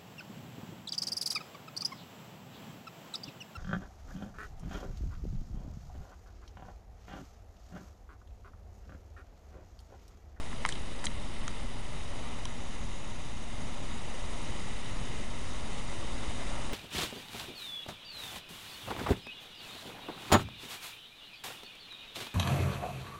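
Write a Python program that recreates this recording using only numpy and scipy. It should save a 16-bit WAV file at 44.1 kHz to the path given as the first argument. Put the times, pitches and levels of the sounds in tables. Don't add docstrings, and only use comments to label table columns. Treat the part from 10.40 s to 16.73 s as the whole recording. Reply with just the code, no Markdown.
import sys
import numpy as np
from scipy import signal
from scipy.fft import rfft, irfft, next_fast_len
from scipy.io import wavfile
from scipy.ndimage import uniform_filter1d

SR = 44100
rng = np.random.default_rng(int(sys.argv[2]) if len(sys.argv) > 2 else 0)


def waveform_to_disk(signal):
    frames = np.transpose(np.atleast_2d(signal))
    scaled = np.clip(frames, -1, 1) * 32767
    samples = np.round(scaled).astype(np.int16)
    wavfile.write(sys.argv[1], SR, samples)


def how_loud(loudness_db):
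    steps = np.asarray(loudness_db, float) / 20
    return 10 ** steps


N = 279153
WHINE_HZ = 10097.8


def evened(x):
    return x / np.sqrt(np.mean(x ** 2) + 1e-20)


def read(points, hz):
    f, value = np.transpose(points)
    return np.interp(np.log(hz + 1), np.log(f + 1), value)


def coloured(x, db_of):
    size = next_fast_len(N + 4096)
    gain = how_loud(db_of(np.fft.rfftfreq(size, 1 / SR)))
    return irfft(rfft(x, size) * gain, size)[..., :N]


def lift_db(humps, at):
    return sum(db / (1 + (2 * (at - centre) / width) ** 2) for centre, width, db in humps)


def downpour_db(t):
    # [t/s, level/dB]
    downpour = [(0, -46.5), (.25, -46), (.32, -44), (.44, -46), (1.13, -45.5), (1.36, -46.5), (1.9, -45.5),
                (2.1, -46.5), (3.12, -47), (3.21, -45.5), (3.42, -45), (3.81, -44.5), (4.62, -44),
                (4.9, -44.5), (5.73, -43.5), (6.12, -42), (6.33, -43.5)]
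    return np.interp(t, *np.transpose(downpour))


def hiss(patchy_db=0.55, flicker_db=.5):
    frames = N // 128 + 9
    real, imaginary, patches = rng.standard_normal((frames, 257, 3)).T
    patches = uniform_filter1d(patches, size=6, axis=0)
    patches = evened(uniform_filter1d(patches, size=24, axis=1))
    flicker = evened(uniform_filter1d(rng.standard_normal(frames), size=8))
    spectra = (real + 1j * imaginary) * how_loud(patchy_db * patches + flicker_db * flicker)
    return evened(signal.istft(spectra, nperseg=512, noverlap=384)[1][:N])


def drops(per_s=2500, spread_db=0.0):
    size = how_loud(spread_db * np.minimum(rng.exponential(1, N), 5))
    size = size * (rng.random(N) < per_s / SR)
    pitches = np.geomspace(350, 9500, num=24)
    kind = rng.integers(0, len(pitches), N)
    out = np.zeros(N)
    for k, hz in enumerate(pitches):
        turns = np.arange(int(8 * SR / hz)) * hz / SR
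        splat = turns * np.exp(-turns / 0.67) * np.sin(2 * np.pi * turns)
        splat = splat / np.sqrt(np.sum(splat ** 2) / hz)
        out += signal.oaconvolve(size * (kind == k), splat)[:N]
    return evened(out)


def rain(near_db=-8):
    # [f/Hz, level per Hz/dB]
    slope = [(150, -21.5), (250, -2.5), (457, -7.5), (943, -8.5), (1520, -9), (2010, -15), (3730, -13.5),
             (4290, -21.5), (6810, -20.5), (10000, -25.5), (13000, -54), (22000, -120)]
    # [t/s, length/s, lift/dB]
    on_roofs = [
        (.1, .1, 1),
        (.35, .3, -2),
        (1.06, .15, 0.5),
        (2, 0.4, 1.5),
        (5, 0.42, -1),
        (6.2, 0.22, 2.5),
    ]
    # [t/s, length/s, lift/dB]
    on_asphalt = [
        (.9, 1.9, -3),
        (2.5, 1.2, 3),
        (3.55, 0.18, 0.5),
        (4.3, 0.14, 0.5),
        (5.35, 0.38, 0.5),
    ]
    # [t/s, length/s, lift/dB]
    on_shelter = [
        (.45, 0.23, -2.5),
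        (1.3, .2, 3.5),
        (2.95, 0.22, 2),
        (3.23, .15, 8),
        (4.3, 0.18, -8),
        (4.95, 0.17, 5.5),
        (6.25, 0.23, 3.5),
    ]
    # [t/s, length/s, lift/dB]
    in_trees = [
        (2.4, 2.0, -1.5),
        (4.0, .6, 0.48),
        (6.0, .8, 0.55),
    ]
    surfaces = [(on_roofs, 850, .5), (on_asphalt, 6500, .2), (on_shelter, 220, .4), (in_trees, 8200, .2)]
    t = np.arange(N) / SR
    both = evened(coloured(hiss() + how_loud(near_db) * drops(), lambda hz: read(slope, hz)))
    for sheets, centre_hz, octaves in surfaces:
        part = coloured(both, lambda hz: -6 * (np.log2((hz + 1) / centre_hz) / octaves) ** 4)
        both = both + (how_loud(lift_db(sheets, t)) - 1) * part
    return how_loud(downpour_db(t)) * both


def rumble(lumps_db=0.5):
    # [f/Hz, level per Hz/dB]
    wash_slope = [(3.5, -17), (6.0, -22), (16, -5.5), (32, -8), (181, -21), (234, -23), (303, -36),
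                  (500, -51.5), (650, -67.5), (1100, -120)]
    # [t/s, lift/dB]
    gusts = [(.03, -5.5), (.12, 4.5), (.32, 1), (.68, 3), (1.04, 3.5), (1.28, 2.5), (1.6, 1.5), (1.85, 0.5),
             (2.43, 4), (2.6, -2.5), (2.7, 3), (3.21, 2.5), (3.47, 3), (3.58, -1), (3.67, 2), (3.79, -4.5),
             (3.86, 3), (4.1, 4), (4.25, 1), (4.6, 4.5), (5.43, 2), (5.75, 4), (6.15, 2)]
    calm_db, usual_rain_db = -41.5, -46
    follows, gust_s = 0.38, 0.11
    t = np.arange(N) / SR
    lumps = uniform_filter1d(rng.standard_normal(N), size=1800)
    lumps = evened(uniform_filter1d(lumps, size=900))
    wash = coloured(rng.standard_normal(N), lambda hz: read(wash_slope, hz))
    wind_db = calm_db + follows * (downpour_db(t) - usual_rain_db)
    wind_db = wind_db + lift_db([(s, gust_s, db) for s, db in gusts], t)
    return how_loud(wind_db + lumps_db * lumps) * evened(wash)


def whine(gated_db=-65, steady_db=-77, off_from=0.26, off_share=0.32):
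    steady_hz, gate_per_s = 9600., 17.08
    t = np.arange(N) / SR
    on = 1. * ((t * gate_per_s - off_from) % 1 > off_share)
    on = uniform_filter1d(on, size=120)
    gated = how_loud(gated_db) * on * np.sin(2 * np.pi * WHINE_HZ * t)
    return gated + how_loud(steady_db) * np.sin(2 * np.pi * steady_hz * t)


def tick(db, centre_hz, octaves, length, ring_db, grit):
    # [f/Hz, level/dB, t60/s]
    case_modes = [(1050, 1.5, 0.039), (1360, 3, 0.0096), (2190, 8, 0.008), (3230, 0.5, 0.01),
                  (4025, -2.5, 0.016), (6500, 10, 0.0069)]
    t = np.arange(len(grit)) / SR
    u = t / max(length, 2e-5)
    snap = 3 * (t == 0) * (length < .0015)
    scrape = (np.sign(grit) * np.minimum(3 * u, 1) + snap) * np.exp(-u)
    edges = centre_hz * 2 ** (np.array([-.5, .5]) * max(octaves, .2))
    edges = np.clip(edges, 450, 12000)
    scrape = signal.sosfilt(signal.butter(3, edges, "bandpass", fs=SR, output="sos"), scrape)
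    modes = np.zeros(len(t))
    for hz, level_db, t60 in case_modes:
        modes += how_loud(level_db - 60 * t / t60) * np.sin(2 * np.pi * hz * t) / np.sqrt(t60)
    ring = signal.fftconvolve(scrape, modes)[:len(t)]
    sound = scrape / abs(scrape).max() + how_loud(ring_db) * ring / abs(ring).max()
    return how_loud(db) * sound / abs(sound).max()


def case():
    # [t/s, peak level/dB, centre f/Hz, scrape length/s]
    touches = [(.1298, -33.5, 1280, .0005), (.2511, -12, 1540, .00005), (.2516, -31, 4200, 0.00054),
               (0.2613, -28.5, 8600, 0.0013), (0.2619, -24, 2600, 0.00017), (.2895, -26, 8000, 0.0013),
               (0.2897, -25.5, 1950, 0.00072), (.2895, -28, 4200, 0.0011), (.2935, -34.5, 4940, 0.0093),
               (0.324, -27.5, 3400, .0016), (.3233, -32, 6600, 0.0011), (0.3545, -33, 3170, 0.00088),
               (.639, -33, 6200, .017), (.639, -30.5, 1280, .0083), (.6418, -38, 2170, 0.00093),
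               (.648, -36, 8000, .0057), (.6557, -23, 7600, 0.001), (.6558, -29, 4300, .0006),
               (.6671, -25, 2500, 0.0001), (.6683, -22, 3230, 0.00057), (1.0795, -26, 5800, 0.00052),
               (1.0794, -29, 1540, 0.00051), (1.08, -37, 7600, .0009), (1.08, -31, 2850, 0.00073),
               (2.054, -31, 5700, .0009), (2.0541, -29, 3250, 0.00056), (2.0555, -35.5, 1050, .001),
               (2.054, -39, 9000, .0012), (0.258, -27, 1050, 0.0015), (0.667, -36, 2130, .001)]
    narrow_octaves, wide_octaves = 0.49, 1.4
    snap_s, rub_s = 0.00032, 0.0051
    full_ring_db, rings_up_to_hz = -0.5, 3530
    loss_db_per_octave, rub_damping_db = 19, 15
    out = np.zeros(N)
    grit = rng.standard_normal((len(touches), 2600))
    for (s, db, hz, length), row in zip(touches, grit):
        rub = 1 / (1 + (rub_s / length) ** 3)
        snap = 1 / (1 + (length / snap_s) ** 3)
        octaves = narrow_octaves + wide_octaves * (rub + snap)
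        ring_db = full_ring_db - loss_db_per_octave * max(np.log2(hz / rings_up_to_hz), 0) - rub_damping_db * rub
        out[round(s * SR):][:len(row)] += tick(db, hz, octaves, length, ring_db, row)
    return out


def scene():
    # [f/Hz, width/Hz, lift/dB]
    cavity = [(572, 53, 4), (945, 60, 2.5), (1533, 284, -8), (2027, 233, 7), (2950, 250, 3),
              (3360, 230, -5), (3740, 320, 2), (4836, 58, 7.5), (6820, 880, 2.5), (7520, 580, -3.5),
              (8850, 600, 3.5)]
    # [f/Hz, width/Hz, lift/dB]
    shelter = [(118, 10, 3), (207, 8, 3), (236, 16, 6), (785, 25, -3), (822, 25, 4), (1400, 25, 2)]
    weather = coloured(rain() + rumble(), lambda hz: lift_db(cavity, hz) + lift_db(shelter, hz))
    return (weather + case())[None]


def starve(x):
    # [f/Hz, added to the limit/dB]
    frail = [(4300, -3), (5000, -.6), (5500, .9), (6000, -.4), (6500, .6), (7200, -.5), (8000, -1.5),
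             (8500, 1), (9000, -1.5), (10300, -2)]
    # [t/s, length/s, added to the limit/dB]
    short_spells = [
        (1.15, .15, .6),
        (1.7, .4, .5),
        (2.2, .4, .7),
        (3.3, .2, .8),
        (3.62, .3, 1.6),
        (4.45, .2, 2.2),
        (5.4, .15, 2),
    ]
    top_lost_s = [2.22, 2.64, 3.28, 3.32, 3.42, 4.17, 4.31]
    limit_db, eased_from_db, easing = -4.3, -44.8, 1.2
    hz, t, z = signal.stft(x, SR, nperseg=2048, noverlap=1024)
    band, starts = np.arange(len(hz)) // 4, np.arange(0, len(hz), 4)
    power = uniform_filter1d(np.add.reduceat(abs(z) ** 2, starts), size=2, axis=1)
    level_db = 10 * np.log10(abs(power) + 1e-20)
    usual_db = np.pad(level_db, [(0, 0), (10, 10)], "reflect")
    usual_db = signal.medfilt2d(usual_db, [1, 21])[:, 10:-10]
    limit = limit_db + lift_db(short_spells, t)
    limit = limit - easing * np.maximum(downpour_db(t) - eased_from_db, 0)
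    weak = level_db - usual_db < limit + read(frail, hz[starts])[:, None]
    weak = (weak | np.roll(weak, -1, axis=1))[band] & (hz > 4300)[:, None]
    lost = abs(t[:, None] - top_lost_s).min(axis=1) < .024
    high = (hz > 9720) & (abs(hz - WHINE_HZ) > 45)
    top = lost & high[:, None]
    return signal.istft(z * ~(weak | top), SR, nperseg=2048, noverlap=1024)[1][:N]


def roll_off(x):
    return signal.sosfilt(signal.butter(12, 12400, fs=SR, output="sos"), x)


def record(dry):
    # [f/Hz, level/dB]
    leak = [(11000, -17), (11750, -17), (12050, -23.5), (12400, -38), (13000, -90)]
    gain_step_s, edge_hz = 3.2, 10345
    t = np.arange(N) / SR
    step = how_loud(1.35 * np.clip((t - gain_step_s) / .015, 0, 1))
    x = starve(dry[0] + step * whine())
    x = coloured(x, lambda hz: -np.clip(.5 * (hz - edge_hz + 20), 0, 90))
    flipped = x * (-1.) ** np.arange(N)
    mirror = coloured(flipped, lambda hz: read(leak, hz) - 90 * (hz < SR / 4))
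    offset = -.0335 * step
    return roll_off((x + mirror + offset)[None])


dry = scene()
out = record(dry)
waveform_to_disk(out)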